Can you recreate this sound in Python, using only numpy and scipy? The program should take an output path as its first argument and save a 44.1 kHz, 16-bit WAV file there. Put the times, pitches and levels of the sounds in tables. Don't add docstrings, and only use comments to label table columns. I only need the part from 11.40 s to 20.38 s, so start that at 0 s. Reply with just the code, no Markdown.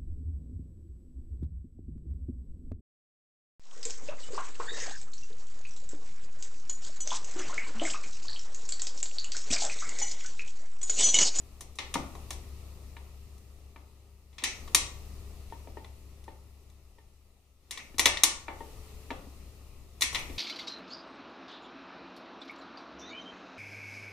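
import sys
import numpy as np
from scipy import signal
from scipy.io import wavfile
from scipy.ndimage import uniform_filter1d

SR = 44100
rng = np.random.default_rng(int(sys.argv[2]) if len(sys.argv) > 2 else 0)


def wav_out(sig):
    wavfile.write(sys.argv[1], SR, np.round(np.clip(np.atleast_2d(sig).T, -1, 1) * 32767).astype(np.int16))


def natural_amplitude(level_db):
    exponent = np.asarray(level_db, float) / 20
    return 10 ** exponent


N = 396018

# (frequency [Hz], level [dB per Hz])
HISS_SPECTRUM = [(710, -17), (1200, -13), (1590, -16), (1810, -10.5), (2620, -2.5), (3250, -8),
                 (3950, -5.5), (14200, -10.5), (15200, -13.5), (16000, -37)]
RUMBLE_SPECTRUM = [(12, -41.5), (20, 0.5), (38, -5.5), (74, -8.5), (135, -18), (360, -21), (396, -18.5),
                   (428, -21.5), (550, -24.5), (1040, -29.5), (1260, -27), (1560, -43), (2000, -32.5),
                   (2600, -74), (4400, -120)]
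# (frequency [Hz], pitch wander [Hz], level [dB])
HUM_LINES = [(70, .12, 2), (63.8, .12, -9), (42.5, .3, -10), (100, .1, -10), (116, .3, -16), (85, .3, -19),
             (150, 2, -19), (200, .2, -19), (300, .3, -26.5), (400, .4, -19.5)]
# (frequency [Hz], correlation [0-1])
PORT_LIKENESS = [(40, .93), (130, .9), (300, .92), (700, .85), (1400, .5), (3000, .05), (15000, .02)]
# (frequency [Hz], left over right [dB])
PORT_LEAN = [(40, 5.5), (250, 6.5), (950, 4), (3800, 2), (15000, 0)]
# (time [s], level [dB])
MACHINE_LOAD = [
    (0, -2),
    (1, 1.5),
    (2.5, 0.65),
    (5, 1),
    (6, -4.5),
    (7, -5),
    (8, -2),
    (8.98, -3),
]
# (time [s], level reached [dB])
LEVEL_LIFTS = [
    (-.3, -66.5),
    (.55, -62),
    (3.2, -61.5),
    (6.45, -67),
    (6.75, -66.5),
    (7.2, -62.5),
    (8.8, -58.5),
]

# (frequency [Hz], time to fall 60 dB [s])
ROOM_DECAY = [(250, 0.61), (1000, 0.5), (3000, 0.36), (8000, 0.36), (14000, 0.057)]
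# (frequency [Hz], level [dB])
ECHO_SPECTRUM = [(200, 7), (600, 3), (1100, 5), (1600, 1.5), (2200, 3.5), (3100, -1.5), (3900, -0.5),
                 (4900, -4), (6000, -0.5), (7800, -5), (9300, -2), (11000, -3), (14000, -3)]
# (frequency [Hz], share [0-1])
ECHO_LIKENESS = [(300, .75), (1000, .42), (4000, .1)]
# (frequency [Hz], width [Hz], depth [0-1])
SHELL_DIPS = [(1620, 320, .85), (4800, 450, .35)]

# (frequency [Hz], level [dB], time to fall 60 dB [s])
PAWL_MODES = [(1150, -0.5, 0.036), (1810, -2, 0.054), (2600, -6.5, 0.012), (3448, -11.5, 0.018),
              (3795, -1.5, 0.078), (5950, -5.5, 0.017), (6410, -4, 0.035), (7100, -2.5, 0.0057),
              (7300, -8.5, 0.024), (8980, 3.5, 0.016), (10600, -10, 0.014)]
DRUM_MODES = [(1088, 0.5, 0.044), (1940, 1.5, .04), (2280, -4.5, .04), (2900, -9, 0.022), (3500, 0, 0.058),
              (3930, 0, 0.11), (4130, -10.5, 0.073), (6140, 2, 0.01), (7250, -6.5, 0.011),
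              (9304, -9, 0.039)]
TEETH_MODES = [(300, -12.5, 0.2), (423, 4, 0.35), (608, 8, 0.017), (908, 11, 0.16), (1828, 6, 0.1)]
CASE_MODES = [(170, -10.5, 0.15), (240, -2, 0.047), (284, 0.5, .09), (430, -12, 0.14), (530, -13, 0.09),
              (744, -3.5, 0.016), (922, 3, 0.066), (1240, 4, 0.019), (1755, 9.5, 0.021), (2340, 7.5, 0.024),
              (3870, -0.5, 0.029)]

# (time [s], peak [dB], share above the body [dB], body frequency [Hz])
CASE_SHAKES = [
    (.555, -20.5, -17, 850),
    (3.03, -40, -7.5, 346.6),
    (3.349, -41.5, -9.5, 322.6),
    (6.40, -55, 13.5, 500),
    (6.836, -33, -10.5, 900),
    (8.629, -44.5, -8, 300),
]
# (time [s], peak [dB], share above the body [dB], body frequency [Hz])
CASE_THUDS = [(0.553, -26, -7, 237), (0.575, -39, -5, 232), (1.567, -47.5, 8, 700), (2.361, -44, -2.5, 773),
              (4.273, -40.5, -12, 423), (4.701, -59, -20.5, 202), (6.543, -42.5, -9, 326),
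              (6.659, -21.5, 2, 915), (7.082, -29.5, -5.5, 900), (7.705, -31.5, 3, 850),
              (7.712, -30.5, -28, 386), (7.868, -42.5, -24, 287), (8.898, -38.5, -4, 360)]
# (time [s], peak [dB], share above the body [dB])
TEETH_KNOCKS = [
    (4.123, -34.5, -13.5),
    (4.371, -33.5, -12.5),
    (4.88, -37, -11),
    (5.584, -56, 0.5),
    (7.206, -34.5, -12.5),
]
# (time [s], peak [dB], treble share [dB])
DRUM_DRAGS = [
    (3.045, -32, -3),
    (6.32, -44, -8),
    (6.39, -43, -14),
    (6.6, -32, -4),
    (8.63, -29.5, -24),
    (8.76, -32, -19),
]
# (time [s], peak [dB], bass share [dB], treble share [dB])
SLACK_SLIPS = [(.355, -70.5, -1, 19), (.93, -50, -19, 7), (2.93, -56, -22, -14), (3.022, -39, -8, -37),
               (4.10, -54, -12, -12), (4.84, -56.5, -10.5, -2.5), (6.583, -31, -3, 5),
               (6.669, -15.5, -13.5, -18.5), (8.609, -32.5, -9, 4.5), (8.728, -39.5, -2.5, -2),
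               (8.747, -20, -18, -14.5), (8.755, -19.5, -33, -39), (8.79, -43.5, -24, 2.5)]
# (time [s], peak [dB], bass share [dB], treble share [dB])
DRUM_CLUNKS = [
    (0.7519, -50.5, 10.5, -4),
    (1.9794, -71.5, 2, 12.5),
    (4.4456, -43.5, -6, -28),
    (5.2994, -61, -15.5, 0),
    (6.3749, -30.5, -16.5, -17),
    (6.5945, -11, -16.5, -6),
    (6.657, -7, -21.5, -7.5),
    (6.7715, -20.5, -33, -23.5),
    (8.6207, -12.5, -41, -9.5),
]
# (time [s], peak [dB], bass share [dB], treble share [dB])
PAWL_SNAPS = [
    (0.2083, -44, -2, 7),
    (0.387, -25.5, -13.5, -16.5),
    (0.5407, -25, -12, -4),
    (0.9063, -34.5, -4, 3),
    (2.9828, -35, -18.5, -18.5),
    (3.038, -20.5, -24, -4.5),
    (3.277, -45, -0.5, -8),
    (3.3471, -11.5, -15, 3),
    (6.3091, -30.5, -20.5, -3.5),
    (6.8348, -11, -14.5, 4),
]

RISE_DB_PER_S, HOLD_S, SINK_DB_PER_S = 42, 0.24, 6
BASS_LAG_S = 0.25
HUM_DB, RUMBLE_DB, RUMBLE_FOLLOWS, MID_LEVEL_DB = 13.5, -61, 1.055, -66
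HISS_PATCHY_DB, RUMBLE_PATCHY_DB = 0.8, 1.2
JOLT_S, JOLT_WIDTH_S, JOLT_DB = 6.68, 0.09, 11
BELT_HZ, BELT_WANDER_HZ, BELT_DB = 436, 2.5, -63
BELT_ON_S, BELT_OFF_S, BELT_EDGE_DB_PER_S = 7.25, 7.69, 260
# rattle [ms] at full force, extra rattle [ms] per dB softer, room share [dB]
SNAP, CLUNK, SLIP = (4, 0.17, -7), (7.8, 0.012, -7), (7.7, 0.01, -5.5)
KNOCK, THUD, SHAKE = (12, 0.015, -4.5), (5, 0.073, -6), (2.8, 0.08, -7)
DRAG = (55, 0.1, -12)
TEETH_BODY_HZ = 555
TAIL_S, TAIL_FOLLOWS = 0.15, 0.71
OVERLOAD_CEILING, EDGE_HZ = 0.75, 16000


def evened(x):
    return x / np.sqrt(np.mean(x ** 2) + 1e-20)


def read(points, hz):
    f, value = np.transpose(points)
    return np.interp(np.log(hz + 1), np.log(f + 1), value)


def automatic_level(t):
    s, db = np.transpose(LEVEL_LIFTS)[:, :, None]
    before = np.maximum(s - t, 0)
    after = np.maximum(t - s - HOLD_S, 0)
    return (db - RISE_DB_PER_S * before - SINK_DB_PER_S * after).max(0)


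def noise(spectrum, lo_hz, hi_hz, patchy_db):
    frames, hz = N // 512 + 5, np.fft.rfftfreq(2048, 1 / SR)
    a, b, c, d, patches = rng.standard_normal((frames, 1025, 5)).T
    patches = evened(uniform_filter1d(uniform_filter1d(patches, 30, 0), 8, 1))
    same = read(PORT_LIKENESS, hz)[:, None]
    left = a + 1j * b
    right = same * left + np.sqrt(1 - same ** 2) * (c + 1j * d)
    z = np.array([left, right])
    z *= natural_amplitude(read(spectrum, hz)[:, None] + patchy_db * patches)
    z *= natural_amplitude(np.outer([0.5, -0.5], read(PORT_LEAN, hz)))[:, :, None]
    x = signal.istft(z, nperseg=2048, noverlap=1536)[1][:, :N]
    band_pass = signal.butter(4, [lo_hz, hi_hz], "bandpass", fs=SR, output="sos")
    return x / signal.sosfilt(band_pass, x.mean(0)).std()


def tone(hz, wander_hz, waver_db):
    slow = rng.standard_normal((2, N // 100 + 1))
    slow = uniform_filter1d(uniform_filter1d(slow, 40), 40)
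    drift, swell = (np.interp(np.arange(N) / 100, np.arange(len(v)), evened(v)) for v in slow)
    phase = 2 * np.pi * np.cumsum(hz + wander_hz * drift) / SR
    return np.sqrt(2) * natural_amplitude(waver_db * swell) * np.sin(phase)


def hum():
    lines = sum(natural_amplitude(db) * tone(hz, wander_hz, 0.78) for hz, wander_hz, db in HUM_LINES)
    return lines * natural_amplitude([[2.1], [-2.1]])


def background():
    t = np.arange(N) / SR
    level = automatic_level(t)
    keep = np.exp(-1 / (BASS_LAG_S * SR))
    late = level[0] + signal.lfilter([1 - keep], [1, -keep], level - level[0])
    jolt = JOLT_DB * np.exp(-((t - JOLT_S) / JOLT_WIDTH_S) ** 2)
    hum_gain = natural_amplitude(HUM_DB + late + jolt + np.interp(t, *np.transpose(MACHINE_LOAD)))
    rumble_gain = natural_amplitude(RUMBLE_DB + 0.6 * jolt + RUMBLE_FOLLOWS * (level - MID_LEVEL_DB))
    hiss = natural_amplitude(level) * noise(HISS_SPECTRUM, 3300, 20000, HISS_PATCHY_DB)
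    rumble = rumble_gain * noise(RUMBLE_SPECTRUM, 130, 1600, RUMBLE_PATCHY_DB)
    return hiss + hum_gain * hum() + rumble


def workshop(x):
    taps = np.zeros((3, SR))
    at = np.arange(150, SR - 20, 20) + rng.integers(0, 20, (3, (SR - 151) // 20))
    np.put_along_axis(taps, at, rng.choice([-1., 1.], at.shape), 1)
    hz, t, z = signal.stft(taps, SR, nperseg=256)
    alike = read(ECHO_LIKENESS, hz)[:, None]
    z = alike * z[2] + (1 - alike) * z[:2]
    decay_db = read(ECHO_SPECTRUM, hz)[:, None] - 60 * t / read(ROOM_DECAY, hz)[:, None]
    tail = signal.istft(z * natural_amplitude(decay_db), SR, nperseg=256)[1]
    tail = tail * natural_amplitude([[1.2], [-1.2]])
    return signal.fftconvolve(x[None], tail / np.linalg.norm(tail[0]), axes=1)[:, :N]


def resonate(x, hz, width):
    turn = np.exp(2j * np.pi * hz * np.arange(x.shape[-1]) / SR)
    r = np.exp(-np.pi * width / SR)
    return 2 * (turn * signal.lfilter([1 - r], [1, -r], x / turn)).real


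def microphone_shell(x):
    for hz, width, depth in SHELL_DIPS:
        x = x - depth * resonate(x, hz, width)
    return x


def belt():
    t = np.arange(N) / SR
    outside = np.maximum(np.maximum(BELT_ON_S - t, t - BELT_OFF_S), 0)
    sung = natural_amplitude(BELT_DB - BELT_EDGE_DB_PER_S * outside) * tone(BELT_HZ, BELT_WANDER_HZ, 1.0)
    return sung * natural_amplitude([[2.1], [-2.1]])


def dull(upper_db, body_hz=TEETH_BODY_HZ):
    return [(0, min(0.71 * body_hz, 300), 1.61 * body_hz, 4.5), (upper_db, 1300, 3800, 2.5)]


def scrape(treble_db):
    return [(1, 1951.5, 2600, 2.5), (treble_db, 5400, 6600, 0.2)]


def bright(bass_db, treble_db):
    return [(bass_db - 9, 230, 620, 4.5), (bass_db, 620, 1450, 4.5), (-1.5, 1697, 4799, 5.0),
            (treble_db, 4700, 10000, 0.2), (treble_db - 10.5, 10000, 14200, 0.2)]


def band(x, lo_hz, hi_hz):
    y = signal.sosfilt(signal.butter(2, [lo_hz, hi_hz], "bandpass", fs=SR, output="sos"), x)
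    return y / np.sqrt(uniform_filter1d(y[:2].mean(0) ** 2, 130).max())


def strike(modes, bands, rattle_ms, crack, longest_s):
    t = np.arange(SR // 4) / SR
    fall = np.exp(-t * 1000 / max(rattle_ms, 0.3)) * np.minimum(t / 0.0012, 1)
    rattle = rng.standard_normal((3, len(t))) * fall
    rattle[1] = 0.5 * np.roll(rattle[0], 1) + 0.75 * rattle[1]
    rattle[2] *= 0.4
    rattle[2, 0] = np.linalg.norm(rattle[0])

    hz, db, t60 = np.transpose(modes)[:, :, None]
    spot = rng.standard_normal((len(modes), 3))
    decay = natural_amplitude(db + 1.5 * spot[:, :1] - 60 * t / np.clip(t60, 0.005, longest_s))
    phase = 2 * np.pi * hz * (1 + 0.008 * spot[:, 1:2]) * t + spot[:, 2:]
    ring = (decay * np.sin(phase)).sum(0)
    shaken = signal.fftconvolve(rattle, ring[None], axes=1)[:, :len(t)]

    toward = np.array([[1], [1], [0.15]])
    sound = toward * evened(evened(ring) + 0.29 * evened(shaken)) + crack * evened(rattle)
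    out = 0
    for k, (db, lo_hz, hi_hz, left_db) in enumerate(bands):
        gain = natural_amplitude(db + left_db * np.array([[0.5], [-0.5], [0]]))
        out = out + (-1) ** k * gain * band(sound, lo_hz, hi_hz)
    return out


def gearbox():
    out = np.zeros((3, N + SR))
    # events, kind, modes, crack level, longest ring [s], contact
    parts = [(PAWL_SNAPS, SNAP, PAWL_MODES, 1.3, 0.022, bright),
             (DRUM_CLUNKS, CLUNK, DRUM_MODES, 1.1, 0.03, bright),
             (SLACK_SLIPS, SLIP, DRUM_MODES, 1.5, 0.02, bright),
             (TEETH_KNOCKS, KNOCK, TEETH_MODES, 0.7, 0.06, dull),
             (CASE_THUDS, THUD, CASE_MODES, 1.1, 0.08, dull),
             (CASE_SHAKES, SHAKE, CASE_MODES, 1.1, 0.08, dull),
             (DRUM_DRAGS, DRAG, DRUM_MODES, 3, 0.04, scrape)]
    for events, (hard_ms, softer_ms, room_db), modes, crack, longest_s, contact in parts:
        for s, db, *colour in events:
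            now, later = automatic_level(np.array([s, s + TAIL_S]))
            echo_db = room_db + TAIL_FOLLOWS * (later - now)
            sound = strike(modes, contact(*colour), hard_ms - softer_ms * db, crack, longest_s)
            start = round(s * SR)
            out[:, start:start + sound.shape[1]] += natural_amplitude([[db], [db], [db + echo_db]]) * sound
    return natural_amplitude(-4.5) * out[:2, :N], out[2, :N]


def scene():
    direct, send = gearbox()
    metal = direct + workshop(send) + belt()
    return microphone_shell(metal) + background()


def band_limit(x):
    return signal.sosfilt(signal.butter(12, 16350, fs=SR, output="sos"), x)


def record(dry):
    overloaded = OVERLOAD_CEILING * np.tanh(dry / OVERLOAD_CEILING)
    low_pass = signal.firwin(255, EDGE_HZ, fs=SR)[None]
    limited = signal.oaconvolve(overloaded, low_pass, "same")
    return band_limit(limited)


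dry = scene()
out = record(dry)
wav_out(out)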